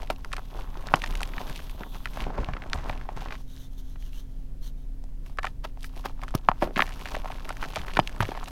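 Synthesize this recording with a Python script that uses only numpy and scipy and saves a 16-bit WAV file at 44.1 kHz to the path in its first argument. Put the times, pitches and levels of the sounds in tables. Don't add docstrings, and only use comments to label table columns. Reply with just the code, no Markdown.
import sys
import numpy as np
from scipy import signal
from scipy.fft import rfft, irfft, next_fast_len
from scipy.io import wavfile

SR = 44100
rng = np.random.default_rng(int(sys.argv[2]) if len(sys.argv) > 2 else 0)


def dump(signal):
    limited = np.clip(np.atleast_2d(signal).T, -1, 1)
    pcm = np.round(limited * 32767).astype(np.int16)
    wavfile.write(sys.argv[1], SR, pcm)


N = 375280
TIME = np.arange(N) / SR


def from_db(db):
    return 10 ** (np.asarray(db) / 20)


def rms_one(x):
    return x / np.sqrt(np.mean(x ** 2) + 1e-20)


def gains(rows):
    s, *columns = np.transpose(rows)
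    return np.array([from_db(np.interp(TIME, s, c, left=-120, right=-120)) for c in columns])


def around(s, reach_s):
    return slice(max(int((s - reach_s) * SR), 0), int((s + reach_s) * SR))


def drift(rate_hz):
    step = 40
    pole = np.exp(-2 * np.pi * step * rate_hz / SR)
    noise = rng.standard_normal(N // step + 2002)
    slow = signal.lfilter([1], [1, -2 * pole, pole * pole], noise)[2000:]
    return np.interp(np.arange(N) / step, np.arange(len(slow)), rms_one(slow))


def coloured(x, colour):
    size = 2 * next_fast_len(N // 2 + SR // 10)
    hz, db = np.transpose(colour)
    log_hz = np.log(np.arange(size // 2 + 1) * SR / size + 1)
    curve_db = np.interp(log_hz, np.log(hz), db)
    cepstrum = irfft(np.log(from_db(curve_db)))
    cepstrum[1:size // 2] *= 2
    cepstrum[size // 2 + 1:] = 0
    response = np.exp(rfft(cepstrum))
    return rms_one(irfft(rfft(x, size) * response, size)[:N])


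def resonance(x, hz, q):
    w = 2 * np.pi * min(hz, SR / 2 - 1) / SR
    a = np.sin(w) / (2 * q)
    return signal.lfilter([a, 0, -a], [1 + a, -2 * np.cos(w), 1 - a], x + 1e-18)


def soften(x, hz):
    return signal.sosfilt(signal.butter(4, min(hz, .45 * SR), fs=SR, output="sos"), x)


def add(track, s, sound):
    i = max(int(s * SR), 0)
    track[i:i + len(sound)] += sound[:max(N - i, 0)]


def grains(per_s, spread_db, low_hz, high_hz, q, wash=1.0, count=10):
    sizes = from_db(spread_db * np.minimum(rng.exponential(1, N), 4)) * rng.choice([-1, 1], N)
    fractures = rms_one(sizes * (rng.random(N) < per_s / SR))
    clicks = fractures + wash * rng.standard_normal(N)
    dealt = rng.integers(0, count, N)
    pitches = np.geomspace(low_hz, high_hz, count)
    return rms_one(sum(resonance(clicks * (dealt == k), hz, q) for k, hz in enumerate(pitches)))


# [t/s, level/dB, piece f/Hz, splinters re the snap/dB, bright grit/dB]
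CLEAR_BREAKS = [(0.021, -44.5, 2180, -13, -49.5), (0.0745, -47.5, 2390, -8, -57),
                (0.102, -22.5, 618, -5, -50), (0.102, -30, 2610, -2, -43.5),
                (0.2475, -35, 1446, -1.5, -43.5), (0.3192, -40.5, 1600, -7, -50.5),
                (0.33, -35.5, 2930, -0.5, -35.5), (0.3321, -32.5, 2000, 5, -41.5),
                (0.3353, -30, 1215, 1.5, -44.5), (0.3428, -47.5, 2200, -8, -47.5),
                (0.3667, -38, 2105, 7.5, -39), (0.3821, -34.5, 1040, 1, -49.5),
                (0.6108, -45.5, 2200, -5.5, -57.5), (0.8255, -50, 1900, -8.5, -52),
                (0.8713, -41.5, 4030, -15.5, -40), (0.887, -35, 1590, -19.5, -59.5),
                (0.9395, -9, 1000, -2.5, -35), (0.9419, -24, 2390, -20, -61.5), (0.958, -41, 1280, 10, -29),
                (0.9672, -42, 1700, -11.5, -52.5), (1.0198, -31, 2420, -20.5, -40.5),
                (1.039, -30, 1660, 8, -44.5), (1.0412, -36.5, 2280, 14, -42.5),
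                (1.062, -37.5, 2200, -3.5, -39.5), (1.0755, -40, 2510, -15, -44),
                (1.1263, -43.5, 2400, -4.5, -47), (1.154, -34.5, 2440, 3, -36),
                (1.174, -48.5, 1340, -12, -42), (1.2066, -34, 1336, 3, -36.5),
                (1.2172, -32, 857, -21, -36.5), (1.232, -28, 2540, -4, -30),
                (1.2746, -59.5, 1500, -12, -37.5), (1.2913, -48, 2200, -6, -55.5),
                (1.337, -38, 1820, 2.5, -63.5), (1.3818, -31, 1750, 2, -52), (1.498, -39, 1540, -4.5, -40),
                (1.56, -40.5, 2890, -14.5, -43.5), (1.5635, -43, 2660, -14, -41),
                (1.593, -40, 1430, -9, -54.5), (1.6033, -46.5, 2200, -9.5, -49.5),
                (1.6968, -45, 2370, 4, -45), (1.8353, -35, 1590, -12.5, -67.5),
                (2.0572, -28.5, 1892, 4, -41.5), (2.0729, -39.5, 1820, -4.5, -65),
                (2.1357, -48.5, 2600, -13.5, -54), (2.1727, -33.5, 980, 8, -64),
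                (2.2054, -33.5, 2480, -17.5, -55), (2.241, -38.5, 2400, -12, -56),
                (2.2678, -37.5, 704, -7.5, -64.5), (2.303, -38.5, 630, 9, -70.5),
                (2.385, -28, 545, -7, -71), (2.446, -37.5, 2670, -22, -51.5),
                (2.488, -28.5, 806, -7.5, -68), (2.5364, -35, 1860, 5, -68),
                (2.5677, -36, 1236, 7.5, -76.5), (2.622, -37.5, 1870, -20, -73.5),
                (2.6386, -42.5, 1750, -2.5, -75), (2.6996, -48.5, 3200, -12.5, -47),
                (2.7332, -24, 1653, -2.5, -64), (2.733, -27.5, 3940, -15, -46.5),
                (2.7881, -44, 2000, -8, -55.5), (2.8969, -31.5, 2110, -8, -55),
                (2.8993, -26.5, 900, -3, -68), (2.9293, -41, 1800, -9, -62), (2.9773, -46, 2200, -7, -57),
                (3.0133, -44, 1710, -11, -65.5), (3.0906, -30, 818, -4, -71),
                (3.166, -50, 1150, -7.5, -47.5), (3.1742, -35.5, 710, 5.5, -57.5),
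                (3.221, -36.5, 850, -7.5, -61.5), (3.2589, -43, 1340, 10.5, -59.5),
                (3.286, -44.5, 2300, -10, -59.5), (3.3079, -37, 1700, 3, -59),
                (3.3239, -34.5, 1600, 7, -64.5), (3.354, -42, 1830, -5.5, -56),
                (3.565, -55, 4120, -7, -57.5), (3.5718, -55, 1600, -3.5, -61),
                (3.5786, -54.5, 3360, -9.5, -57.5), (3.9588, -52.5, 1260, 8.5, -84),
                (4.0258, -53.5, 2170, -5, -66), (4.1324, -52.5, 2590, -8, -66),
                (5.0402, -50.5, 716, -17.5, -51.5), (5.09, -62, 897, -5, -73.5),
                (5.263, -52, 2235, -3, -58.5), (5.298, -50.5, 873, -4, -61.5), (5.3736, -49, 1370, -3, -48),
                (5.3871, -24, 1383, 3, -43.5), (5.3924, -35.5, 1580, 1.5, -50),
                (5.43, -48.5, 2000, -1, -46.5), (5.4321, -37.5, 1970, 9, -41),
                (5.444, -29, 1420, -6.5, -50.5), (5.4465, -23, 1000, -14.5, -53.5),
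                (5.4522, -34.5, 1750, 10, -43), (5.4659, -39, 1460, 5, -48.5),
                (5.4701, -29, 1776, -1, -47.5), (5.651, -37.5, 835, 10.5, -48.5),
                (5.7742, -46, 800, -12.5, -75), (5.8092, -56, 3800, -8, -53), (5.8309, -49, 3200, -21, -37),
                (5.8441, -38.5, 1900, 6.5, -40), (5.963, -55, 2180, -3.5, -47),
                (6.0422, -44, 1190, -6, -67), (6.0503, -37.5, 812, -1.5, -66),
                (6.0554, -38.5, 1010, 12, -53), (6.097, -44.5, 1053, -6, -59.5),
                (6.1942, -46, 980, -4.5, -70), (6.218, -45, 1990, -16.5, -50.5),
                (6.228, -38.5, 816, -4.5, -64), (6.235, -37, 1414, 9.5, -40),
                (6.282, -37, 1430, -4.5, -49.5), (6.2887, -49, 3200, -5.5, -52),
                (6.308, -46.5, 1190, -9.5, -49.5), (6.342, -32.5, 736, -6, -69),
                (6.3501, -28.5, 902, 8.5, -36), (6.488, -7.5, 983, -17.5, -40),
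                (6.493, -40, 2500, -26.5, -71.5), (6.5164, -22, 930, -23, -80),
                (6.6205, -31.5, 895, 7, -55), (6.6245, -15.5, 695, 2.5, -41),
                (6.6297, -22.5, 702, 2, -54.5), (6.6343, -23, 524, -26, -52), (6.675, -34.5, 520, 3, -66),
                (6.709, -38.5, 540, -7, -75), (6.7608, -31, 1870, 8, -46), (6.7683, -27, 2260, -5.5, -51),
                (6.7763, -31, 1400, 14.5, -40), (6.7928, -19.5, 1416, -14.5, -52),
                (6.795, -16, 1030, -16.5, -48.5), (6.8055, -17.5, 1750, 1.5, -39.5),
                (6.8223, -16, 1960, -7, -35), (6.8245, -23, 913, -22.5, -60.5), (6.867, -43, 2500, -7, -46),
                (6.877, -41.5, 1590, 10.5, -51.5), (6.8926, -41, 1510, 2, -43.5),
                (6.9088, -44, 1700, -6.5, -58.5), (6.9237, -44.5, 2470, -9, -53),
                (6.939, -51, 2600, -10, -49.5), (6.9942, -47, 1950, -7, -52), (7.0017, -47, 2000, -8, -57),
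                (7.013, -43.5, 2600, -3, -48), (7.0572, -32, 1797, 4, -46), (7.0651, -42, 2510, -10, -52.5),
                (7.1072, -52, 2600, -10, -46.5), (7.0747, -39.5, 1900, -11, -52.5),
                (7.0869, -48, 1850, 15.5, -39.5), (7.1199, -40, 1260, -11.5, -48.5),
                (7.148, -31, 920, -3.5, -57), (7.1521, -30.5, 1766, -6, -47.5),
                (7.1656, -42, 2720, -10.5, -45), (7.168, -29.5, 575, -2, -54.5),
                (7.2461, -33.5, 750, -9, -50), (7.2582, -30.5, 890, -1.5, -59.5),
                (7.278, -46, 2000, -7.5, -56), (7.284, -43, 1050, -8.5, -59), (7.3033, -33, 760, 0.5, -60),
                (7.3199, -40.5, 2300, -3, -49.5), (7.3592, -48.5, 2200, -11.5, -57),
                (7.4056, -45, 1040, -1, -65.5), (7.4531, -42.5, 2210, -13, -53),
                (7.492, -39, 1670, 13, -35.5), (7.505, -33, 1173, 10.5, -62.5),
                (7.5268, -44.5, 2000, -10.5, -47.5), (7.5697, -39.5, 1750, -3.5, -44.5),
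                (7.627, -33.5, 1187, 13, -43.5), (7.6398, -34, 1750, 6.5, -45),
                (7.6502, -36.5, 1610, -4.5, -46.5), (7.6861, -50, 2110, -9.5, -48),
                (7.7359, -38, 986, -7, -47), (7.7597, -30.5, 2530, 5.5, -35),
                (7.7648, -28.5, 621, -2.5, -55.5), (7.77, -31.5, 960, 10, -44),
                (7.8487, -40.5, 1310, -12, -60), (7.8687, -46, 2100, -11, -53), (7.8833, -35, 1750, 0, -49),
                (7.9139, -42, 1740, -5.5, -57.5), (7.937, -39.5, 2570, -12.5, -42),
                (7.9628, -37.5, 1400, -9.5, -42.5), (7.9702, -22.5, 1670, 11.5, -36.5),
                (7.9917, -10, 761, -6.5, -35.5), (7.998, -24, 2450, -27.5, -62),
                (8.0751, -30, 2710, -12, -35.5), (8.095, -41.5, 1670, -14, -48),
                (8.1272, -49.5, 2400, -9, -51), (8.163, -46, 1620, -9.5, -50.5),
                (8.206, -18.5, 1243, -1, -30.5), (8.2143, -32.5, 2020, -8.5, -54),
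                (8.229, -27, 774, 4, -37.5), (8.254, -35.5, 2110, -6, -48.5), (8.289, -37, 500, 17, -61),
                (8.3183, -31.5, 810, 5.5, -52), (8.351, -35.5, 1003, 3, -53.5),
                (8.376, -32.5, 830, -3, -56), (8.4119, -39.5, 1020, -15.5, -71),
                (8.4302, -34, 973, -20, -56.5), (8.437, -38.5, 940, -10.5, -58),
                (8.4423, -52.5, 3170, -14, -41), (8.484, -43.5, 1094, -7, -39)]


def snaps(cracks):
    q = 0.987
    lead_s, echo_s, echo_db = .0006, 0.0015, -12
    body, grit = np.zeros(N), np.zeros(N)
    t = TIME[:SR // 20]
    impulse = 1.0 * (t == 0)
    attack = .003 * SR
    crumbling_s = 0.0019
    swell = t / crumbling_s * np.exp(1 - t / crumbling_s)
    for s, level_db, hz, after_db, bright_db in cracks:
        chips, sand = rng.standard_normal((2, len(t)))
        piece_q = q * (hz / 1000) ** 0.068
        kick = resonance(resonance(resonance(impulse, hz, piece_q), hz, piece_q), hz, piece_q)
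        upper_hz = hz * 1.528
        upper = resonance(resonance(resonance(impulse, upper_hz, q), upper_hz, q), 2700, q)
        upper_db = -23.5 + 0.764 * level_db
        edge = resonance(impulse, hz, 0.7)
        splinters = resonance(chips * np.abs(chips) * swell ** 2, hz, 0.7)
        splinters = resonance(splinters, hz * 0.4415, 0.7)
        parts = [(kick, level_db), (edge, level_db - 10), (upper, upper_db),
                 (splinters, level_db + after_db - 6.0)]
        mixed = sum(from_db(db) * part * np.sqrt(attack / np.sum(part ** 2)) for part, db in parts)
        crack = soften(mixed, 1500 + 1.37 * hz - 45 * level_db)
        add(body, s - lead_s, crack)
        echo = from_db(echo_db) * resonance(crack, 1700, 0.778)
        add(body, s - lead_s + echo_s * rng.uniform(1.0, 1.22), echo)
        spray = sand * (1.6 * np.exp(-t / 0.00057) + 0.13 * np.exp(-t / 0.0074))
        add(grit, s, from_db(bright_db + 5.5) * (4.0 * impulse + spray))
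    grit = signal.sosfilt(signal.butter(2, 12000, fs=SR, output="sos"), grit)
    return body + 1.01 * resonance(grit, 5500, 1.0)


# [start t/s, end t/s, rate/(1/s), level over the crumbs/dB, middle f/Hz]
CRACKLING_SPELLS = [(0.948, 1.65, 24.4, -7.5, 1700), (2.098, 3.365, 12.4, -8, 1700),
                    (5.414, 6.157, 12.5, -2, 1800), (6.842, 7.96, 34, -1, 1890),
                    (8.202, 8.506, 40.7, 0, 2030)]


def lesser_cracks(crumb_gain, dust_gain):
    grit_over_dust_db, splinters_db = 1.5, -31
    scatter_db, scatter_octaves = 0.5, 0.757
    rows = []
    chances = rng.random((len(CRACKLING_SPELLS), 200, 4))
    for (start_s, end_s, per_s, over_db, hz), draws in zip(CRACKLING_SPELLS, chances):
        work = np.cumsum(crumb_gain * (TIME > start_s) * (TIME < end_s))
        for when, *chance in draws[:int(per_s * (end_s - start_s))]:
            i = np.searchsorted(work, when * work[-1])
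            size, pitch, grit = 2 * np.array(chance) - 1
            level_db = 20 * np.log10(crumb_gain[i]) + over_db + scatter_db * size
            bright_db = 20 * np.log10(dust_gain[i]) + grit_over_dust_db + scatter_db * grit
            rows.append((i / SR, level_db, hz * 2 ** (scatter_octaves * pitch), splinters_db, bright_db))
    return rows


# [t/s, level before the note levels/dB]
HARD_BREAK_PINGS = [(0.9436, -46.5), (6.49, -62.5), (7.9973, -42.5)]
# [f/Hz, relative level/dB, decay/s]
PING_NOTES = [(3002, 28.5, 0.0019), (4920, 4, .008)]


def pings():
    out, t = np.zeros(N), TIME[:SR // 10]
    ring = sum(from_db(db) * np.sin(2 * np.pi * hz * t) * np.exp(-t / decay_s)
               for hz, db, decay_s in PING_NOTES)
    for s, level_db in HARD_BREAK_PINGS:
        add(out, s, from_db(level_db) * ring * (1 - np.exp(-t / .0003)))
    return out


# [middle t/s, level/dB, half length/s, bright grit/dB]
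COLLAPSES = [(0.1058, -27.5, 0.00287, -40.5), (3.233, -49, 0.017, -66.5), (3.315, -45, 0.0053, -72),
             (3.341, -45, 0.0143, -63.5), (5.649, -35.5, 0.00576, -52), (5.858, -72.5, 0.012, -51.5),
             (6.058, -30, 0.00533, -44.5), (6.353, -31, 0.0019, -30.5), (6.634, -39, 0.0168, -50.5),
             (6.67, -71.5, 0.0133, -73), (6.785, -33.5, 0.0038, -44), (8.227, -30.5, 0.005, -54),
             (8.322, -42, 0.0062, -58.5), (8.373, -40, .006, -59.5), (8.482, -37.5, 0.0039, -54.5)]
# [f/Hz, relative level/dB]
COLLAPSE_COLOUR = [(150, 5), (500, 5), (1000, 9.5), (1700, 3), (3000, -0.5), (5000, -4.5), (9000, -24)]
# [f/Hz, relative level/dB]
FINE_DUST_COLOUR = [(2500, 0), (5000, 5.5), (7500, -2.5), (10000, 1), (13000, 3.5), (16000, -4)]


def crunches():
    coarse = coloured(grains(2500, 4.0, 200, 8000, .5, wash=.3), COLLAPSE_COLOUR)
    bright = coloured(rng.standard_normal(N), FINE_DUST_COLOUR)
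    out = np.zeros(N)
    for s, level_db, half_s, bright_db in COLLAPSES:
        near = around(s, 5 * half_s)
        swell = 1 / np.cosh((TIME[near] - s) / half_s) ** 1.52
        out[near] += swell * (from_db(level_db) * coarse[near] + from_db(bright_db) * bright[near])
    return out


# [t/s, crumbs level/dB, dust level/dB]
RUBBING_PIECES = [
    [(0.0, -58, -75), (0.3, -62.5, -61.5), (0.82, -51.5, -73), (1.07, -46, -51), (1.35, -45.5, -62.5),
     (1.53, -49.5, -53), (1.87, -56.5, -73), (2.06, -56, -59), (2.24, -51, -51.5)],
    [(2.24, -48, -77.5), (2.344, -45.5, -67), (2.396, -43, -76), (2.524, -47, -70.5), (2.784, -48, -67.5),
     (2.956, -49.5, -68), (3.192, -55, -69), (3.33, -59.5, -60), (3.42, -66, -62)],
    [(6.83, -49.5, -57), (6.984, -49.5, -53.5), (7.422, -50, -59), (7.596, -51.5, -57.5), (7.82, -46, -55),
     (8.06, -48.5, -55.5), (8.18, -50.5, -61.5), (8.296, -51, -54.5), (8.38, -49, -62.5), (8.51, -50, -51)],
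]
# [tightest t/s, half length/s, crumbs level/dB, dust level/dB]
FINGER_SQUEEZES = [(0.01, 0.0444, -46, -60), (0.124, 0.0182, -49, -58), (0.357, 0.0704, -51, -65),
                   (0.596, 0.054, -43.5, -62.5), (0.828, 0.054, -42.5, -61), (0.996, 0.061, -44, -55),
                   (1.131, 0.056, -47.5, -71.5), (1.461, 0.065, -41.5, -60), (1.571, 0.014, -50.5, -52.5),
                   (1.633, 0.021, -49.5, -54), (1.709, 0.0066, -65.5, -52), (1.821, 0.0348, -43, -70),
                   (1.957, 0.0174, -42.5, -53.5), (2.205, .035, -41, -57.5), (2.293, 0.028, -43, -70.5),
                   (2.75, 0.029, -46, -63.5), (2.895, 0.047, -41.5, -62), (3.215, 0.036, -48.5, -61.5),
                   (3.288, .04, -44.5, -76.5), (5.279, 0.0334, -58, -64.5), (5.468, 0.031, -47.5, -60.5),
                   (5.675, .018, -54.5, -67.5), (5.835, 0.031, -58.5, -59), (5.973, .05, -53.5, -61),
                   (6.078, 0.028, -49, -59.5), (6.258, 0.062, -51.5, -65.5), (6.362, 0.0198, -47.5, -59),
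                   (6.528, 0.071, -52, -68), (6.642, 0.063, -60, -65), (6.815, .04, -46, -48.5),
                   (7.14, .025, -41, -57.5), (7.296, .04, -44, -60.5), (7.437, .05, -48.5, -61.5),
                   (7.636, .025, -42, -54.5), (7.773, .04, -42, -56.5), (8.249, 0.044, -46, -58)]


def effort():
    trims_db = [[1.2635], [-3.5]]
    steady = from_db(trims_db) * sum(gains(handful) for handful in RUBBING_PIECES)
    power = steady ** 2
    for s, half_s, crumbs_db, dust_db in FINGER_SQUEEZES:
        near = around(s, 5 * half_s)
        swell = 1 / np.cosh((TIME[near] - s) / half_s) ** 1.6
        power[:, near] += (from_db([[crumbs_db], [dust_db]]) * swell) ** 2
    return np.sqrt(power)


# [f/Hz, relative level/dB]
COARSE_CRUMB_COLOUR = [(120, 8.5), (250, 4), (450, 1), (700, 4.5), (1000, 3.5), (1500, -3), (2200, -11.5),
                       (3500, -26), (7000, -36)]
# [f/Hz, relative level/dB]
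FINE_GRAIN_COLOUR = [(700, -7), (1500, -13.5), (2600, 6), (3500, 4), (5000, -2.5), (6300, -4),
                     (8000, -15.5), (15000, -50)]


def grinding(crumb_gain, dust_gain):
    crumb_db, grain_db, dust_db, slip_db = -1.0, -1.0, -2.0, 2.5
    crumb_share = 0.349
    grain_gain = crumb_gain ** crumb_share * dust_gain ** (1 - crumb_share)
    slips = from_db(slip_db * drift(50))
    crumbs = coloured(grains(350, 3.7, 150, 4000, 1.8, wash=.75), COARSE_CRUMB_COLOUR)
    fine = coloured(grains(240, 3.8, 1000, 12000, .45, wash=.56), FINE_GRAIN_COLOUR)
    dust = coloured(grains(300, 3.5, 3000, 16000, .6, wash=1.2), FINE_DUST_COLOUR)
    mixed = from_db(crumb_db) * crumb_gain * crumbs
    mixed += from_db(grain_db) * grain_gain * fine
    mixed += from_db(dust_db) * dust_gain * dust
    return slips * mixed


# [t/s, level before the envelope/dB, decay/s, f/Hz]
CRUMB_SPILLS = [(0.102, -31, 0.0072, 310), (0.109, -37.5, 0.0084, 1100), (2.272, -42, 0.085, 479),
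                (2.376, -25, 0.0094, 624), (2.396, -30.5, 0.0198, 327), (2.487, -34.5, 0.0146, 800),
                (2.742, -49.5, 0.0125, 7250), (2.83, -46, 0.062, 850), (6.493, -40, 0.0107, 1150),
                (6.634, -37.5, 0.045, 590), (6.656, -48.5, 0.022, 1200), (8.204, -38, 0.0067, 12000)]


def spills():
    q = 1.0
    out, t = np.zeros(N), TIME[:SR // 3]
    for s, level_db, decay_s, hz in CRUMB_SPILLS:
        sizes, chance = rng.standard_normal(len(t)), rng.random(len(t))
        hits = sizes * (.3 + (chance < 1200 / SR) * 3)
        cascade = rms_one(resonance(resonance(hits, hz, q), hz, q))
        envelope = (1 - np.exp(-t / 0.0026)) * np.exp(-t / decay_s)
        add(out, s, from_db(level_db) * cascade * envelope)
    return out


# [t/s, level before trim/dB, decay/s, f/Hz]
POWDER_PUSHES = [(0.102, -30, 0.0051, 198), (0.94, -22.5, 0.0168, 167.5), (1.087, -30.5, 0.128, 27.4),
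                 (2.222, -22, 0.0263, 26.2), (2.266, -38, 0.064, 170), (2.39, -19, 0.0196, 41.9),
                 (2.487, -36, 0.0283, 129), (2.747, -32, 0.075, 42), (2.896, -37.5, 0.024, 96),
                 (6.3498, -13.5, 0.00342, 130.4), (6.491, -17.5, 0.00183, 174), (6.627, -26.5, 0.0338, 285),
                 (6.767, -27.5, 0.019, 198), (6.8, -31, 0.019, 183), (7.972, -32.5, 0.0334, 187),
                 (7.993, -18, 0.0087, 174), (7.78, -34, 0.044, 70.8), (8.204, -21, 0.025, 95)]


def thumps():
    out, t = np.zeros(N), TIME[:SR // 4]
    for s, level_db, decay_s, hz in POWDER_PUSHES:
        force = 30.7 * (t == 0) + rng.standard_normal(len(t)) * np.exp(-t / decay_s)
        push = resonance(resonance(force, hz, 0.9), hz, 0.83)
        add(out, s, from_db(level_db - 2.5) * push * np.sqrt(decay_s * SR / np.sum(push ** 2)))
    return out


# [t/s, level/dB]
DIGGING_LEVEL = [(2.12, -49.5), (2.212, -34), (2.358, -56), (2.39, -37), (2.658, -50), (2.74, -36.5),
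                 (3.15, -48.5), (3.168, -37), (3.4, -57.5)]
# [f/Hz, relative level/dB]
DIGGING_COLOUR = [(40, -13), (70, 10), (130, -1.5), (250, -5), (430, -18), (540, -17.5), (800, -9.5),
                  (1600, -14.5), (4000, -26), (6300, -29.5), (9000, -38.5)]


def digging():
    slips = from_db(-4.5 + 2.5 * drift(28))
    rumble = coloured(grains(830, 2.4, 39, 5830, 0.59, wash=0.59), DIGGING_COLOUR)
    return slips * gains(DIGGING_LEVEL)[0] * rumble


# [fastest t/s, half length/s, level before trim/dB, hand hollow f/Hz]
FINGER_STROKES = [(3.411, 0.032, -64.5, 5250), (3.529, 0.042, -58.5, 3600), (3.629, 0.0367, -55.5, 4000),
                  (3.735, 0.025, -65.5, 3330), (3.79, 0.014, -56, 3660), (3.83, 0.038, -67, 3250),
                  (3.91, 0.036, -62.5, 3800), (4.046, 0.0472, -58.5, 3140), (4.174, 0.037, -55, 3030),
                  (4.333, 0.096, -71, 3100), (4.66, 0.0306, -53, 3904), (4.809, 0.036, -71, 3800)]
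# [f/Hz, relative level/dB]
SKIN_COLOUR = [(700, -4), (1250, -5), (1600, -5), (2600, -11.5), (3100, 0), (3500, -2), (4100, -2.5),
               (4900, -9), (6200, -1.5), (7600, -12.5), (10000, -10), (13000, -5), (16000, -12)]


def finger_slides():
    hollow_db, wander_octaves = -7.0, 0.085
    steepness = 3.04
    hiss = coloured(grains(900, 3.0, 600, 16000, .5, wash=.9), SKIN_COLOUR)
    shift, catch = 2 ** (wander_octaves * drift(9)), drift(110)
    rub = np.zeros(N)
    for s, half_s, level_db, hz in FINGER_STROKES:
        near = around(s, 3 * half_s)
        speed = np.exp(-.5 * np.abs((TIME[near] - s) / half_s) ** steepness)
        tone = np.sin(2 * np.pi * hz * np.cumsum(shift[near]) / SR)
        hollow = rms_one(catch[near] * tone)
        rub[near] += from_db(level_db) * speed * (hiss[near] + from_db(hollow_db) * hollow)
    return from_db(-0.61 + 0.5 * drift(26)) * rub


# [t/s, level/dB]
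POWDER_STREAM = [(0.36, -71), (0.45, -66), (0.7, -65.5), (1.0, -71.5), (1.4, -56.5), (1.62, -59.5),
                 (1.75, -60.5), (1.96, -56.5), (2.08, -64), (2.23, -65), (2.26, -75.5)]
# [f/Hz, relative level/dB]
POWDER_COLOUR = [(2000, -23), (3400, 11), (5000, -9), (6200, -4.5), (7600, -11), (10000, -7), (12500, 2.5),
                 (15500, -4)]


def streaming_powder():
    fizz = coloured(grains(1500, 2.5, 2500, 16000, .6, wash=1.0), POWDER_COLOUR)
    return gains(POWDER_STREAM)[0] * fizz


# [f/Hz, level/dB, t60/s]
BOWL_RINGS = [(448, -63, 0.068), (1129.8, -49, 0.031), (1750, -60.5, 0.101)]


def bowl_and_room(x):
    t60, wet_db, wall_hz = 0.058, -28, 700
    t = TIME[:SR // 3]
    scatter = resonance(resonance(rng.standard_normal(len(t)), wall_hz, .7), wall_hz, .7)
    scatter = scatter * from_db(-60 * t / t60) * (t > .004)
    response = from_db(wet_db) * scatter / np.sqrt(np.sum(scatter ** 2))
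    for hz, db, ring_s in BOWL_RINGS:
        response = response + from_db(db - 60 * t / ring_s) * np.sin(2 * np.pi * hz * t)
    return signal.fftconvolve(x, response)[:N]


# [f/Hz, middle level/dB]
MACHINE_HUM = [(29.7, -36.5), (131.9, -55.5), (263.8, -57.5)]
# [f/Hz, relative level/dB]
ROOM_NOISE_COLOUR = [(12, 5.5), (30, 0), (45, -2), (62, -8.5), (100, -15.5), (220, -23), (320, -30.5),
                     (650, -37.5), (1200, -47), (2500, -51), (8000, -57.5), (16000, -58.5)]


def room_tone():
    waver_db, wander_rad, noise_db = 1.23, .3, -36.5
    hum = np.zeros(N)
    for hz, db in MACHINE_HUM:
        level = np.sqrt(2) * from_db(db + waver_db * drift(2.7))
        hum += level * np.sin(2 * np.pi * hz * TIME + wander_rad * drift(4.0))
    return hum + from_db(noise_db) * coloured(rng.standard_normal(N), ROOM_NOISE_COLOUR)


def scene():
    crumb_gain, dust_gain = effort()
    breaks = snaps(list(CLEAR_BREAKS) + lesser_cracks(crumb_gain, dust_gain)) + pings()
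    pieces = crunches() + grinding(crumb_gain, dust_gain) + spills()
    touch = thumps() + digging() + finger_slides()
    chalk = breaks + pieces + touch + streaming_powder()
    return (chalk + bowl_and_room(chalk) + room_tone())[None]


def record(dry):
    cutoff_hz = 16100
    low_pass = signal.ellip(10, .1, 80, cutoff_hz, fs=SR, output="sos")
    return signal.sosfilt(low_pass, np.clip(dry, -1, 1))


dry = scene()
out = record(dry)
dump(out)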